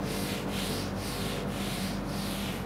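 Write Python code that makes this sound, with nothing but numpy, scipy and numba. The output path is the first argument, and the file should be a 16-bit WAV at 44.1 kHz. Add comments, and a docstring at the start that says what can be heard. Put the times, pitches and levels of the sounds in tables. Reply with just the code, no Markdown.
"""A fan hums in a classroom, and at once a dry felt eraser starts across the chalkboard: five sweeps, left and right.
The felt catches in countless tiny slips: the board rumbles, the pad scrapes and the chalk dust hisses,
all rising with the speed of the hand. A rasping resonance glides up or down along each sweep,
with a bright sizzle drifting above it. One near reflection and a short room tail follow the eraser."""
import sys
import numpy as np
from scipy import signal
from scipy.fft import rfft, irfft, next_fast_len
from scipy.io import wavfile
from scipy.ndimage import map_coordinates
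from numba import njit

SR = 44100
rng = np.random.default_rng(int(sys.argv[2]) if len(sys.argv) > 2 else 0)


def waveform_to_disk(signal):
    """Save audio, clipped to [-1, 1], as 16-bit WAV at the path in sys.argv[1]."""
    frames = np.transpose(np.atleast_2d(signal))
    scaled = np.clip(frames, -1, 1) * 32767
    samples = np.round(scaled).astype(np.int16)
    wavfile.write(sys.argv[1], SR, samples)


N = 116865  # length in samples

# growth with hand speed (dB per tenfold speed)
BOARD_SLOPE_DB, RASP_SLOPE_DB, HISS_SLOPE_DB = 0.5, 3, 32.5
BOARD_DB = -41  # rumble of the board at full speed
SCRAPE_DB, RASP_DB = -3, -2.24  # relative to the scrape level of the hand
HISS_DB, SIZZLE_DB = -1, -3.5  # relative to the hiss level of the hand
RASP_WIDTH_HZ, SIZZLE_WIDTH_HZ = 1930, 3100
# antiresonance of the pad: multiple of its resonance, width, share removed
HOLLOW_RATIO, HOLLOW_WIDTH_HZ, HOLLOW_DEPTH = 1.495, 800, 0.3
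SLIPS_PER_S = 12000  # at full speed
AIR_DB = -38.5
WHINE_ABOVE_HZ = 350  # fan lines above this share one slow level curve
MIRROR_S, MIRROR_WANDER_S, MIRROR_DB = .0028, .00005, -14.5  # first reflection
ROOM_T60_S, ROOM_DB, ROOM_TREBLE_DB = 0.21, -16.5, -7
TOP_HZ = 15700


def undb(db):
    """Decibels to gain."""
    return 10 ** (np.asarray(db) / 20)


def unit(x):
    """Scale to an rms of 1."""
    return x / np.sqrt(np.mean(x ** 2))


def colour(x, points):
    """Filter by (Hz, dB) points joined on a log-frequency axis."""
    hz, db = np.array(points, float).T
    size = next_fast_len(N + 4096)
    f = np.maximum(np.arange(size // 2 + 1) * SR / size, 1)
    gain = undb(np.interp(np.log(f), np.log(hz), db))
    return irfft(rfft(x, size) * gain, size)[:N]


@njit
def resonate(x, hz, width):
    """Band-pass with a moving centre: a state-variable filter, peak gain 1, width in Hz."""
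    y, band, low = np.empty(len(x)), 0., 0.
    for i in range(len(x)):
        g, k = np.tan(np.pi * hz[i] / SR), width / hz[i]
        v = (band + g * (x[i] - low)) / (1 + g * (g + k))
        band, low, y[i] = 2 * v - band, low + 2 * g * v, k * v
    return y


def steep(x, hz, width):
    """A resonance applied twice, at unit level."""
    hz = np.clip(hz, 100, .44 * SR)
    once = resonate(x, hz, float(width))
    return unit(resonate(once, hz, float(width)))


def walk(rate):
    """Smooth chance with a spread of 1, changing about rate times a second."""
    steps = rng.standard_normal(4096)
    return unit(map_coordinates(steps, [np.arange(N) / SR * rate], order=2, mode="mirror"))


def fan():
    """Wavering motor lines over a low rush of air; the upper lines sink a little past halfway."""
    # Hum lines of the motor. Each row: frequency in Hz, rms level in dB (the whine curve adds to the
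    # upper lines), unsteadiness 0-1, wavers per second.
    fan_lines = [(48.4, -45.5, 0.2, 6), (96.8, -46.5, .9, 18), (146.4, -48.5, .8, 22),
                 (188.6, -47, 0.38, 11), (196.5, -40.5, 0.37, 20), (292.2, -47, 0.65, 16),
                 (394.2, -53.5, 0.71, 9.77), (439.5, -50, 0.49, 8.14), (489.5, -49, 0.12, 5.97),
                 (557.3, -50.5, .3, 6.44), (577.7, -56.5, 0.44, 6.4), (1076, -60.5, 0.17, 4.63),
                 (1395, -64, 0, 4.5)]
    # Spectrum of the moved air. Each row: frequency in Hz, relative density in dB per Hz.
    air_colour = [(20, -31), (35, -28), (60, -10), (85, -1), (110, 2), (190, 4.5), (260, 2), (360, -6.5),
                  (550, -7.5), (800, -8.5), (1300, -11.5), (2000, -23), (4000, -24.5), (7000, -36),
                  (12000, -82), (16000, -68)]
    # Level curve of the upper hum lines. Each row: time in seconds, added level in dB.
    whine_curve = [(0, -1.5), (.25, 2.5), (.9, -1), (1.45, 3), (1.65, -6.5), (2.65, -2)]
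    t = np.arange(N) / SR
    out = undb(AIR_DB) * unit(colour(rng.standard_normal(N), air_colour))
    whine_db = np.interp(t, *np.array(whine_curve).T)
    for hz, db, unsteady, rate in fan_lines:
        # a steady part plus a part wandering in both level and phase
        wander = (walk(rate) + 1j * walk(rate)) / np.sqrt(2)
        sway = 1 - unsteady + unsteady * wander
        line = unit(np.real(sway * np.exp(2j * np.pi * (hz * t + rng.random()))))
        out = out + undb(db + whine_db * (hz > WHINE_ABOVE_HZ)) * line
    return out


def classroom(x):
    """A nearby surface mirrors the eraser over a path that wanders; bare walls add a short, duller tail."""
    lag_s = MIRROR_S + MIRROR_WANDER_S * walk(2.95)
    mirrored = map_coordinates(x, [np.arange(N) - lag_s * SR], order=3, mode="mirror")
    x = x + undb(MIRROR_DB) * mirrored
    t = np.arange(SR // 2) / SR
    decay = np.exp(-np.log(1000) * t / ROOM_T60_S)  # 60 dB down after ROOM_T60_S
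    tail = rng.standard_normal(len(t)) * decay * (t > .006)  # the tail starts after 6 ms
    wet = signal.fftconvolve(x, tail / np.sqrt(np.sum(tail ** 2)))[:N]
    return x + undb(ROOM_DB) * colour(wet, [(3000, 0), (10000, ROOM_TREBLE_DB)])


def hand():
    """Speed, loudness and tuning of the pad, sample by sample; speed is inferred from the hiss level."""
    # Effort of the hand, sinking at each turn. Each row: time in seconds, level of the hiss in dB,
    # level of the scrape in dB, both before the trims of each layer.
    effort = [(0.0, -65.5, -60), (0.051, -56.5, -45.5), (0.124, -45.5, -39), (0.221, -43, -41),
              (0.317, -47, -36.5), (0.396, -52.5, -40.5), (0.462, -68, -56), (0.514, -53.0, -45),
              (0.588, -45.5, -36), (0.688, -44.0, -39), (0.788, -47, -39), (0.868, -58.5, -45.0),
              (0.937, -67.5, -66), (0.992, -54.5, -46.5), (1.078, -44.5, -40.5), (1.187, -47.5, -40.5),
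              (1.297, -48, -39.5), (1.386, -54.5, -41), (1.459, -67.5, -70), (1.523, -53.5, -45.5),
              (1.615, -48.5, -39.5), (1.735, -46, -38.5), (1.854, -47, -39.5), (1.952, -58, -45),
              (2.033, -67.5, -78), (2.101, -54.5, -48.5), (2.2, -48.5, -42.5), (2.329, -46.0, -42),
              (2.459, -49.5, -40.5), (2.564, -51.5, -45.0), (2.65, -63.0, -60)]
    # The sweeps. Each row: start in seconds, pad resonance in Hz at the start, midway and at the end,
    # rasp in dB, sizzle in Hz at the start and at the end, sizzle in dB (both dB relative).
    sweeps = [(0, 5530, 4680, 2060, -5.5, 8700, 13000, -7), (.46, 2520, 4050, 5450, -1, 9600, 10000, -3.5),
              (.93, 5400, 4080, 2670, -2, 9100, 10000, -4.5),
              (1.455, 2500, 3880, 5200, -3.5, 10900, 9200, -4),
              (2.03, 5500, 3610, 2200, 0, 10300, 12200, -4)]
    t = np.arange(N) / SR
    times, hiss_points, scrape_points = np.array(effort).T
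    # joined as gains, then back to dB
    hiss_db = 20 * np.log10(np.interp(t, times, undb(hiss_points)))
    scrape_db = 20 * np.log10(np.interp(t, times, undb(scrape_points)))
    speed = 10 ** ((hiss_db - hiss_db.max()) / HISS_SLOPE_DB)  # 1 at the fastest

    rows = np.array(sweeps, float)
    place = np.interp(t, np.append(rows[:, 0], N / SR), np.arange(len(rows) + 1))
    sweep = np.minimum(place.astype(int), len(rows) - 1)
    along = place - sweep  # 0 to 1 within each sweep
    _, first, midway, last, rasp_db, sizzle_from, sizzle_to, sizzle_db = rows[sweep].T
    offset_hz = np.where(along < .5, first - midway, last - midway)
    pad_hz = midway + offset_hz * np.abs(2 * along - 1)
    sizzle_hz = sizzle_from + (sizzle_to - sizzle_from) * along
    return speed, scrape_db, hiss_db, pad_hz, rasp_db, sizzle_hz, sizzle_db


def slips(speed, spread_db=2.0, smooth=0.92):
    """Tiny random slips of the felt, denser at speed, over a smooth rub; even in level overall."""
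    chance = np.clip(SLIPS_PER_S * speed / SR, 1e-4, 1)  # per sample
    size = undb(spread_db * np.minimum(rng.exponential(size=N), 5))
    clicks = (rng.random(N) < chance) * rng.choice([-1, 1], N) * size
    even = unit(clicks / np.sqrt(chance))  # same power at every density
    return unit(even + smooth * rng.standard_normal(N))


def board_rumble(speed):
    """The slips shake the board, which answers in its low range and barely louder with speed."""
    # Spectrum of the shaken board. Each row: frequency in Hz, relative density in dB per Hz.
    board_colour = [(70, -31), (130, 4), (240, 1.5), (400, -3.5), (700, -3), (1000, -10), (1400, -11.5),
                    (2000, -15), (4000, -35)]
    level_db = BOARD_DB + BOARD_SLOPE_DB * np.log10(speed)
    return unit(colour(slips(speed), board_colour)) * undb(level_db)


def pad_scrape(speed):
    """The slips scrape through the body of the felt pad."""
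    # Spectrum of the scraping pad. Each row: frequency in Hz, relative density in dB per Hz.
    scrape_colour = [(500, -11), (1100, -4), (1600, -1.5), (2200, 2), (3000, 0.5), (4200, -1), (5400, -6),
                     (6400, -10), (7500, -8.5), (10000, -21), (15500, -36)]
    return undb(SCRAPE_DB) * unit(colour(slips(speed), scrape_colour))


def pad_rasp(speed, pad_hz, rasp_db, wobble=0.019):
    """The slips ring the pad's gliding resonance, which wobbles a little in pitch."""
    level_db = RASP_DB + rasp_db + RASP_SLOPE_DB * np.log10(speed)
    centre_hz = pad_hz * (1 + wobble * walk(16))
    return undb(level_db) * steep(slips(speed), centre_hz, RASP_WIDTH_HZ)


def chalk_dust(speed, sizzle_hz, sizzle_db):
    """The slips hiss in the dust, with a drifting band of sizzle."""
    # Spectrum of the dust hiss. Each row: frequency in Hz, relative density in dB per Hz.
    hiss_colour = [(3000, -34), (6000, 2), (7400, -4.5), (8800, 5.5), (10500, 4), (13000, 1.5), (14500, -1),
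                   (16000, -11)]
    hiss = undb(HISS_DB) * unit(colour(slips(speed), hiss_colour))
    sizzle = steep(slips(speed), sizzle_hz, SIZZLE_WIDTH_HZ)
    return hiss + undb(SIZZLE_DB + sizzle_db) * sizzle


def eraser():
    """Board, pad and dust together; a hollow in the pad and dust rides above the gliding resonance."""
    speed, scrape_db, hiss_db, pad_hz, rasp_db, sizzle_hz, sizzle_db = hand()
    felt = pad_scrape(speed) + pad_rasp(speed, pad_hz, rasp_db)
    pad = felt * undb(scrape_db) + chalk_dust(speed, sizzle_hz, sizzle_db) * undb(hiss_db)
    hollow = resonate(pad, HOLLOW_RATIO * pad_hz, float(HOLLOW_WIDTH_HZ))
    return board_rumble(speed) + pad - HOLLOW_DEPTH * hollow


def scene():
    """Eraser and fan, straight ahead: the same in both channels."""
    return np.tile(classroom(eraser()) + fan(), (2, 1))


def record(dry):
    """The microphone signal with its top cut steeply, by 80 dB just above TOP_HZ."""
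    top_cut = signal.ellip(14, .1, 80, TOP_HZ, fs=SR, output="sos")
    return signal.sosfilt(top_cut, dry)


dry = scene()
out = record(dry)
waveform_to_disk(out)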